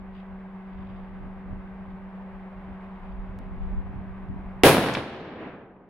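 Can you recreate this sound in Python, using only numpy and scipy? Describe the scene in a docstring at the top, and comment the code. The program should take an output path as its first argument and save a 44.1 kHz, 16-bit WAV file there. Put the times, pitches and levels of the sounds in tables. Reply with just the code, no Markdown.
"""Edge of a wood at night: one shot from a short rifle-calibre pistol, a few metres ahead of an idling vehicle.
Pressure fronts, a noise roar and sharp cracks make the blast; damped sines ring the vehicle's panels.
Decaying noise is the scatter from the trees, a dull noise swell the far slope, and cracks return from downrange.
The vehicle's fan (blade tone and rush of air) hums under light wind, faint rustling and one tick.
The blast saturates the camera's microphone, and its gain control then ducks everything."""
import sys
import numpy as np
from scipy import signal
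from scipy.fft import rfft, irfft
from scipy.io import wavfile

SR = 44100
rng = np.random.default_rng(int(sys.argv[2]) if len(sys.argv) > 2 else 0)


def unload_audio(sound):
    """Save the sound as a 16-bit wav file, at the path given as the first command line argument."""
    columns = np.transpose(np.atleast_2d(sound))
    # keep every value between -1 and 1, then stretch to whole-number steps
    steps = np.round(np.clip(columns, -1, 1) * 32767)
    wavfile.write(sys.argv[1], SR, steps.astype(np.int16))


N = 259749
TIME = np.arange(N) / SR
SHOT_S = 4.6351
AGE = np.maximum(TIME - SHOT_S, 0)  # seconds since the shot
# left-right likeness of sound that arrives through the air: [f/Hz, likeness 0-1]
AIRBORNE_LIKENESS = [(60, 0.9), (130, 0.95), (300, 0.97), (640, 0.95), (1400, .72), (3100, 0.2),
                     (6000, .05), (15000, 0.7)]


def amp(db):
    """Decibels to gain."""
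    return 10 ** (np.asarray(db) / 20)


def unit(x):
    """Scales to rms 1."""
    return x / np.sqrt(np.mean(x ** 2) + 1e-20)


def curve(rows):
    """Joins (t/s, value) points by straight lines, at every sample."""
    return np.interp(TIME, *np.transpose(rows))


def read(points, hz):
    """Reads a spectrum table on a log-frequency axis."""
    f, value = np.transpose(points)
    return np.interp(np.log(hz + 1), np.log(f + 1), value)


def bump(s, half_s):
    """A smooth hill of height 1 around s."""
    return np.exp(-((TIME - s) / half_s) ** 2)


def swell(s, crest_s, sharpness):
    """Rises from s to 1 after crest_s, then dies away."""
    u = np.maximum(TIME - s, 0) / crest_s
    return (u * np.exp(1 - u)) ** sharpness


def drift(rate_hz):
    """Random wavering of rms 1: noise with a Gaussian roll-off above rate_hz."""
    hz = np.fft.rfftfreq(N, 1 / SR)
    return unit(irfft(rfft(rng.standard_normal(N)) * np.exp(-(hz / rate_hz) ** 2), N))


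def noise(colour, likeness, grain=1):
    """A coloured stereo noise of rms 1; grain makes it lumpy in time."""
    hz = np.fft.rfftfreq(N, 1 / SR)
    mid, side = rfft(rng.standard_normal((2, N)) * grain) * amp(read(colour, hz))
    same = np.clip(read(likeness, hz), -1, 1)
    mid = mid * np.sqrt(1 + same)
    side = side * np.sqrt(1 - same)
    return unit(irfft(np.array([mid + side, mid - side]), N))


def lag_right(pair, count=2):
    """The right port hears the sound a few samples late."""
    return np.array([pair[0], np.pad(pair[1], (count, 0), mode="edge")[:N]])


def fronts(rise_hz=3300, low_hz=110, level_db=4.9, bearing_ms=.05):
    """Each front is a jump of pressure that falls through zero into a longer suction, from its own side."""
    # the blast and its bounces off the ground and single trunks:
    # [t/s, relative peak level/dB, length of the overpressure/ms]
    arrivals = [(4.6353, 25, .45), (4.6378, 29, 1.1), (4.6420, 23, 1.1), (4.6983, 20, .7),
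                (4.7121, 20, .45), (4.7459, 13, .7), (4.7492, 14, .4), (4.7695, 17.5, .7), (4.7811, 15, .9),
                (4.7852, 13, 1.1), (4.8625, 8, .5), (4.8866, 10, .35), (4.8985, 7, .4), (4.9712, 5.5, .9)]
    out = np.zeros((2, N))
    lags_ms = bearing_ms * rng.standard_normal(len(arrivals))
    for (s, db, push_ms), lag_ms in zip(arrivals, lags_ms):
        side_lag_s = np.array([[lag_ms], [0]]) / 1000
        u = (TIME - s - side_lag_s) / (push_ms / 1000)  # age in overpressure lengths
        pulse = (u > 0) * (1 - u) * np.exp(-np.clip(u, 0, 60))
        out += amp(db + level_db) * pulse
    out = signal.lfilter(*signal.butter(3, rise_hz, fs=SR), out)  # softens the jumps
    return signal.lfilter(*signal.butter(2, low_hz, "high", fs=SR), out)


def roar(level_db=11.0, t60=.27, ragged_db=3):
    """Muzzle gases roar off the nearby ground: a ragged, throaty noise burst that decays at once."""
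    # colour of the roar: [f/Hz, relative level per Hz/dB]
    throat = [(120, -32), (240, -8), (390, 0), (500, -5.5), (650, -0.5), (950, -15), (1600, -13.5),
              (2700, -11), (5000, -30.5), (9000, -46.5)]
    ragged = amp(ragged_db * drift(rate_hz=130))
    decay = amp(level_db - 60 * AGE / t60) * (TIME > SHOT_S)
    return decay * noise(throat, AIRBORNE_LIKENESS, grain=ragged)


def cracks(apart_db=-9):
    """Short band-limited noise bursts, decaying fast, reach both sides almost alike."""
    # first at the muzzle, then from downrange: [t/s, level/dB, centre f/Hz, width/octaves, t60/s]
    bursts = [(4.6356, 22, 1900, .6, .012), (4.9372, -16, 4700, .55, .055), (4.9500, 1.5, 2200, .6, .016),
              (4.9527, -6, 2700, .42, .025)]
    octave = np.log2(np.fft.rfftfreq(N, 1 / SR) + 1)
    out = np.zeros((2, N))
    for s, db, hz, width, t60 in bursts:
        fade = (TIME > s) * amp(db - 60 * np.maximum(TIME - s, 0) / t60)
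        band = unit(np.exp(-.5 * ((octave - np.log2(hz)) / width) ** 2))
        mid, side = irfft(rfft(rng.standard_normal((2, N)) * fade) * band, N)
        out += mid + amp(apart_db) * np.array([side, -side])
    return out


def bodywork(ring_db=12.0):
    """The blast strikes the vehicle's panels, which ring briefly as damped sines of alternating sign."""
    # panel modes: [f/Hz, relative level/dB, t60/s]
    panels = [(122, -11, .3), (146, -11, .45), (247, -9, .5), (305, -6, .42), (399, -1, .25),
              (434, -1, .36), (479, -5, .36), (515, -5, .36), (562, -7, .33), (682, -12, .3),
              (746, -9, .38), (801, -7, .38), (932, -11, .35), (1010, -13, .35), (1107, -12, .35),
              (1405, -15, .35), (1620, -14, .35), (2088, -16, .35), (2415, -17, .35)]
    age = AGE[AGE > 0]
    ring = np.zeros(len(age))
    for k, (hz, db, t60) in enumerate(panels):
        ring += (-1) ** k * amp(db - 60 * age / t60) * np.sin(2 * np.pi * hz * age)
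    return amp(ring_db) * np.pad(ring, (N - len(age), 0))


def roll_db(crest_db=16, build_s=0.028, build_db=7.5, spread_db_per_decade=20, absorb_db_per_s=15):
    """Level of the scatter: a quick build-up, then spreading and absorption, lifted by large reflectors."""
    # two stands of trees and the far slope: [t/s, half length/s, extra level/dB]
    reflectors = [(4.873, 0.052, 3), (4.98, 0.041, 4.5), (5.462, 0.15, 4.5)]
    build = build_db * np.minimum(AGE / build_s - 1, 0)
    spread = spread_db_per_decade * np.log10(np.maximum(AGE / build_s, 1))
    lift = sum(db * bump(s, half_s) for s, half_s, db in reflectors)
    return crest_db + build - spread - absorb_db_per_s * AGE + lift


def woods(lumpy_db=0.5, clumps_db=0.6, air_power=1.66, air_db_per_s=0.92, undergrowth_db_per_s3=1.56):
    """Countless echoes as clumpy noise; the later they come, the more treble air and undergrowth take."""
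    # colour of the scatter before it is dulled: [f/Hz, relative level per Hz/dB]
    scatter = [(25, -14.5), (60, -9.5), (95, -2), (150, 1), (330, 3), (680, -1.5), (1350, -7.5),
               (2700, -10.5), (4000, -14), (5200, -21), (7600, -28.5), (10000, -17), (12500, -21),
               (15500, -22.5)]
    grain = amp(lumpy_db * drift(rate_hz=400) + clumps_db * drift(rate_hz=50))
    hz, t, z = signal.stft(noise(scatter, AIRBORNE_LIKENESS, grain), SR, nperseg=512)
    age = np.maximum(t - SHOT_S, 0)
    # loss at 1 kHz: steady in the air, ever faster deep in the undergrowth
    loss_1k_db = air_db_per_s * age + undergrowth_db_per_s3 * age ** 3
    loss_db = loss_1k_db * (hz[:, None] / 1000) ** air_power
    dulled = signal.istft(z * amp(-loss_db), SR, nperseg=512)[1][:, :N]
    return dulled * amp(roll_db()) * (TIME > SHOT_S)


def slope(level_db=-22.0):
    """The far slope returns a soft, dull boom about three quarters of a second after the shot."""
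    # colour of the boom: [f/Hz, relative level per Hz/dB]
    boom = [(60, -31), (130, -26), (210, 0.5), (420, -6.5), (700, -13), (2500, -21), (6000, -56),
            (12000, -95)]
    return amp(level_db) * noise(boom, AIRBORNE_LIKENESS) * swell(s=5.34, crest_s=.095, sharpness=2.2)


def fan(tone_db=-41, blade_hz=190.5, wander_hz=.5, waver_db=0.5,
        rush_db=-47.0, rise_db=2.5, rise_s=1, flicker_db=.55, dip_s=.022):
    """A wandering blade tone with a few partials, in a soft rush of air that grows a little at first."""
    # partials of the blade tone: [multiple, relative level/dB]
    partials = [(1, -0.5), (2, -16), (8, -30), (10, -34)]
    # colour of the rush: [f/Hz, relative level per Hz/dB]
    air = [(60, 0), (140, -20.5), (180, 13), (250, -12), (400, -5.5), (780, -1.5), (1100, -3.5),
           (1450, -11.5), (2100, -13), (3000, -25.5), (4500, -39.5), (6300, -51.5), (12500, -45.5),
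           (14000, -65)]
    # the tone dips briefly: [t/s, level change/dB]
    dips = [(3.025, -21), (3.415, -14)]
    turns = np.cumsum(blade_hz + wander_hz * drift(rate_hz=6)) / SR
    tone = np.zeros(N)
    for k, db in partials:
        tone += amp(db + waver_db * drift(rate_hz=18)) * np.sin(2 * np.pi * k * turns)
    dips_db = sum(db * bump(s, dip_s) for s, db in dips)
    hum = np.sqrt(2) * amp(tone_db + dips_db) * tone
    level_db = rush_db - rise_db * np.exp(-TIME / rise_s) + flicker_db * drift(rate_hz=16)
    return hum + amp(level_db) * noise(air, AIRBORNE_LIKENESS)


def wind(flutter_db=-2, lumpy_db=2.0, swell_db=1.0):
    """Eddies thump each microphone port on its own: a light breeze, and now and then a buffet."""
    # left-right likeness of the eddies: [f/Hz, likeness 0-1]
    turbulent = [(40, 0.12), (100, 0.34), (200, 0.48)]
    # colours of the deep thumps and of the flutter: [f/Hz, relative level per Hz/dB]
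    thump_colour = [(10, -15), (24, -1), (44, 3), (65, -12), (130, -33.5), (2000, -110)]
    flutter_colour = [(30, -23.5), (60, 1), (97, -1), (135, -8.5), (260, -11), (500, -35.5), (2000, -74),
                      (8000, -110)]
    # the breeze, before its random swelling: [t/s, thump level/dB]
    breeze = [(0, -47.5), (.55, -54.5), (.85, -48), (1.9, -47), (2.2, -51), (2.95, -50.5), (3.4, -41.5),
              (4.55, -45.5), (5.5, -53)]
    # single buffets above it: [t/s, half length/s, deep thump level/dB, flutter level/dB]
    buffets = [(0.316, .05, -49.5, -65), (0.915, 0.083, -50.5, -51), (1.238, 0.036, -49.5, -47),
               (1.514, .045, -47.5, -41), (2.713, .03, -47, -43.5), (3.173, 0.13, -42, -71.5),
               (3.722, 0.13, -30, -43), (3.973, 0.065, -61.5, -42.5), (4.32, 0.08, -50.5, -38.5),
               (4.455, .03, -43.5, -57)]
    eddies = amp(lumpy_db * drift(rate_hz=59))
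    breeze_db = curve(breeze) + swell_db * drift(rate_hz=5.5)
    deep = amp(breeze_db)
    flutter = amp(flutter_db + breeze_db)
    for s, half_s, deep_db, flap_db in buffets:
        hill = bump(s, half_s)
        deep += amp(deep_db) * hill
        flutter += amp(flap_db) * hill
    thumps = deep * noise(thump_colour, turbulent, grain=eddies)
    return thumps + flutter * noise(flutter_colour, turbulent, grain=eddies)


def rustle(steady_db=-78, stir_db=2.0, lumpy_db=3):
    """Dry leaves or cloth stir faintly all the time as lumpy noise, and now and then a little more."""
    # colour of the rustling: [f/Hz, relative level per Hz/dB]
    dry_colour = [(1000, -21), (2600, 2), (3600, -3), (4300, -16.5), (4750, -10), (5300, -27),
                  (8000, -36.5)]
    # stronger rustles: [t/s, half length/s, level/dB]
    stirs = [(0.183, 0.039, -63), (0.822, 0.21, -72), (2.903, 0.43, -78), (3.65, 0.076, -76.5)]
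    level = amp(steady_db + stir_db * drift(rate_hz=8))
    level += sum(amp(db) * bump(s, half_s) for s, half_s, db in stirs)
    lumps = amp(lumpy_db * drift(rate_hz=120))
    return level * noise(dry_colour, AIRBORNE_LIKENESS, grain=lumps)


def tick(level_db=-36, tick_s=3.3893, decay_s=.0004):
    """One faint dry tick: a negative jump that decays exponentially."""
    return -amp(level_db) * (TIME > tick_s) * np.exp(-np.maximum(TIME - tick_s, 0) / decay_s)


def housing(x):
    """The camera's housing rings a little: resonant peaks added to a flat response."""
    # resonances: [f/Hz, width/Hz, level/dB; 0 dB adds nothing]
    resonances = [(1620, 120, 2.5), (2640, 92, 1), (3700, 140, 1), (5290, 200, 2.5)]
    hz = np.fft.rfftfreq(N, 1 / SR)
    colour = 1
    for centre, width, db in resonances:
        colour = colour + (amp(db) - 1) / (1 + 2j * (hz - centre) / width)
    return irfft(rfft(x) * colour, N)


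def sizzle(level_db=-3.0):
    """A bright noise swells just after the blast and is mostly gone in a tenth of a second."""
    # colour of the sizzle: [f/Hz, relative level per Hz/dB]
    bright = [(1000, -17.5), (2600, 1.5), (4500, 3.5), (7600, -1.5), (9900, 6), (12000, -1.5), (15500, -7)]
    return amp(level_db) * noise(bright, AIRBORNE_LIKENESS) * swell(SHOT_S, crest_s=0.029, sharpness=0.83)


def scene():
    """The shot and its echoes over the idling vehicle and the wind."""
    shot = fronts() + roar() + cracks() + bodywork() + woods() + slope()
    return shot + lag_right(fan()) + wind() + rustle() + tick()


def record(dry, overload_db=18.5, limit_db=-4.5, recovery_db_per_s=6.0, edge_hz=15850):
    """The microphone saturates and sizzles; gain drops at once and recovers slowly; then the band limit."""
    squashed = amp(overload_db) * np.tanh(housing(dry) / amp(overload_db))
    peak_db = 20 * np.log10(abs(squashed).max(0) + 1e-9)
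    # hold the highest peak so far, letting it fall at the recovery rate
    fall = recovery_db_per_s * TIME
    held_db = np.maximum.accumulate(peak_db + fall) - fall
    over_db = np.maximum(held_db - limit_db, 0)
    ducked = (squashed + sizzle()) * amp(-over_db)  # the sizzle rides on top of the flattened crests
    lowpass = signal.firwin(511, edge_hz, window=("kaiser", 9), fs=SR)
    return signal.oaconvolve(ducked, lowpass[None], "same", axes=1)


dry = scene()
out = record(dry)
unload_audio(out)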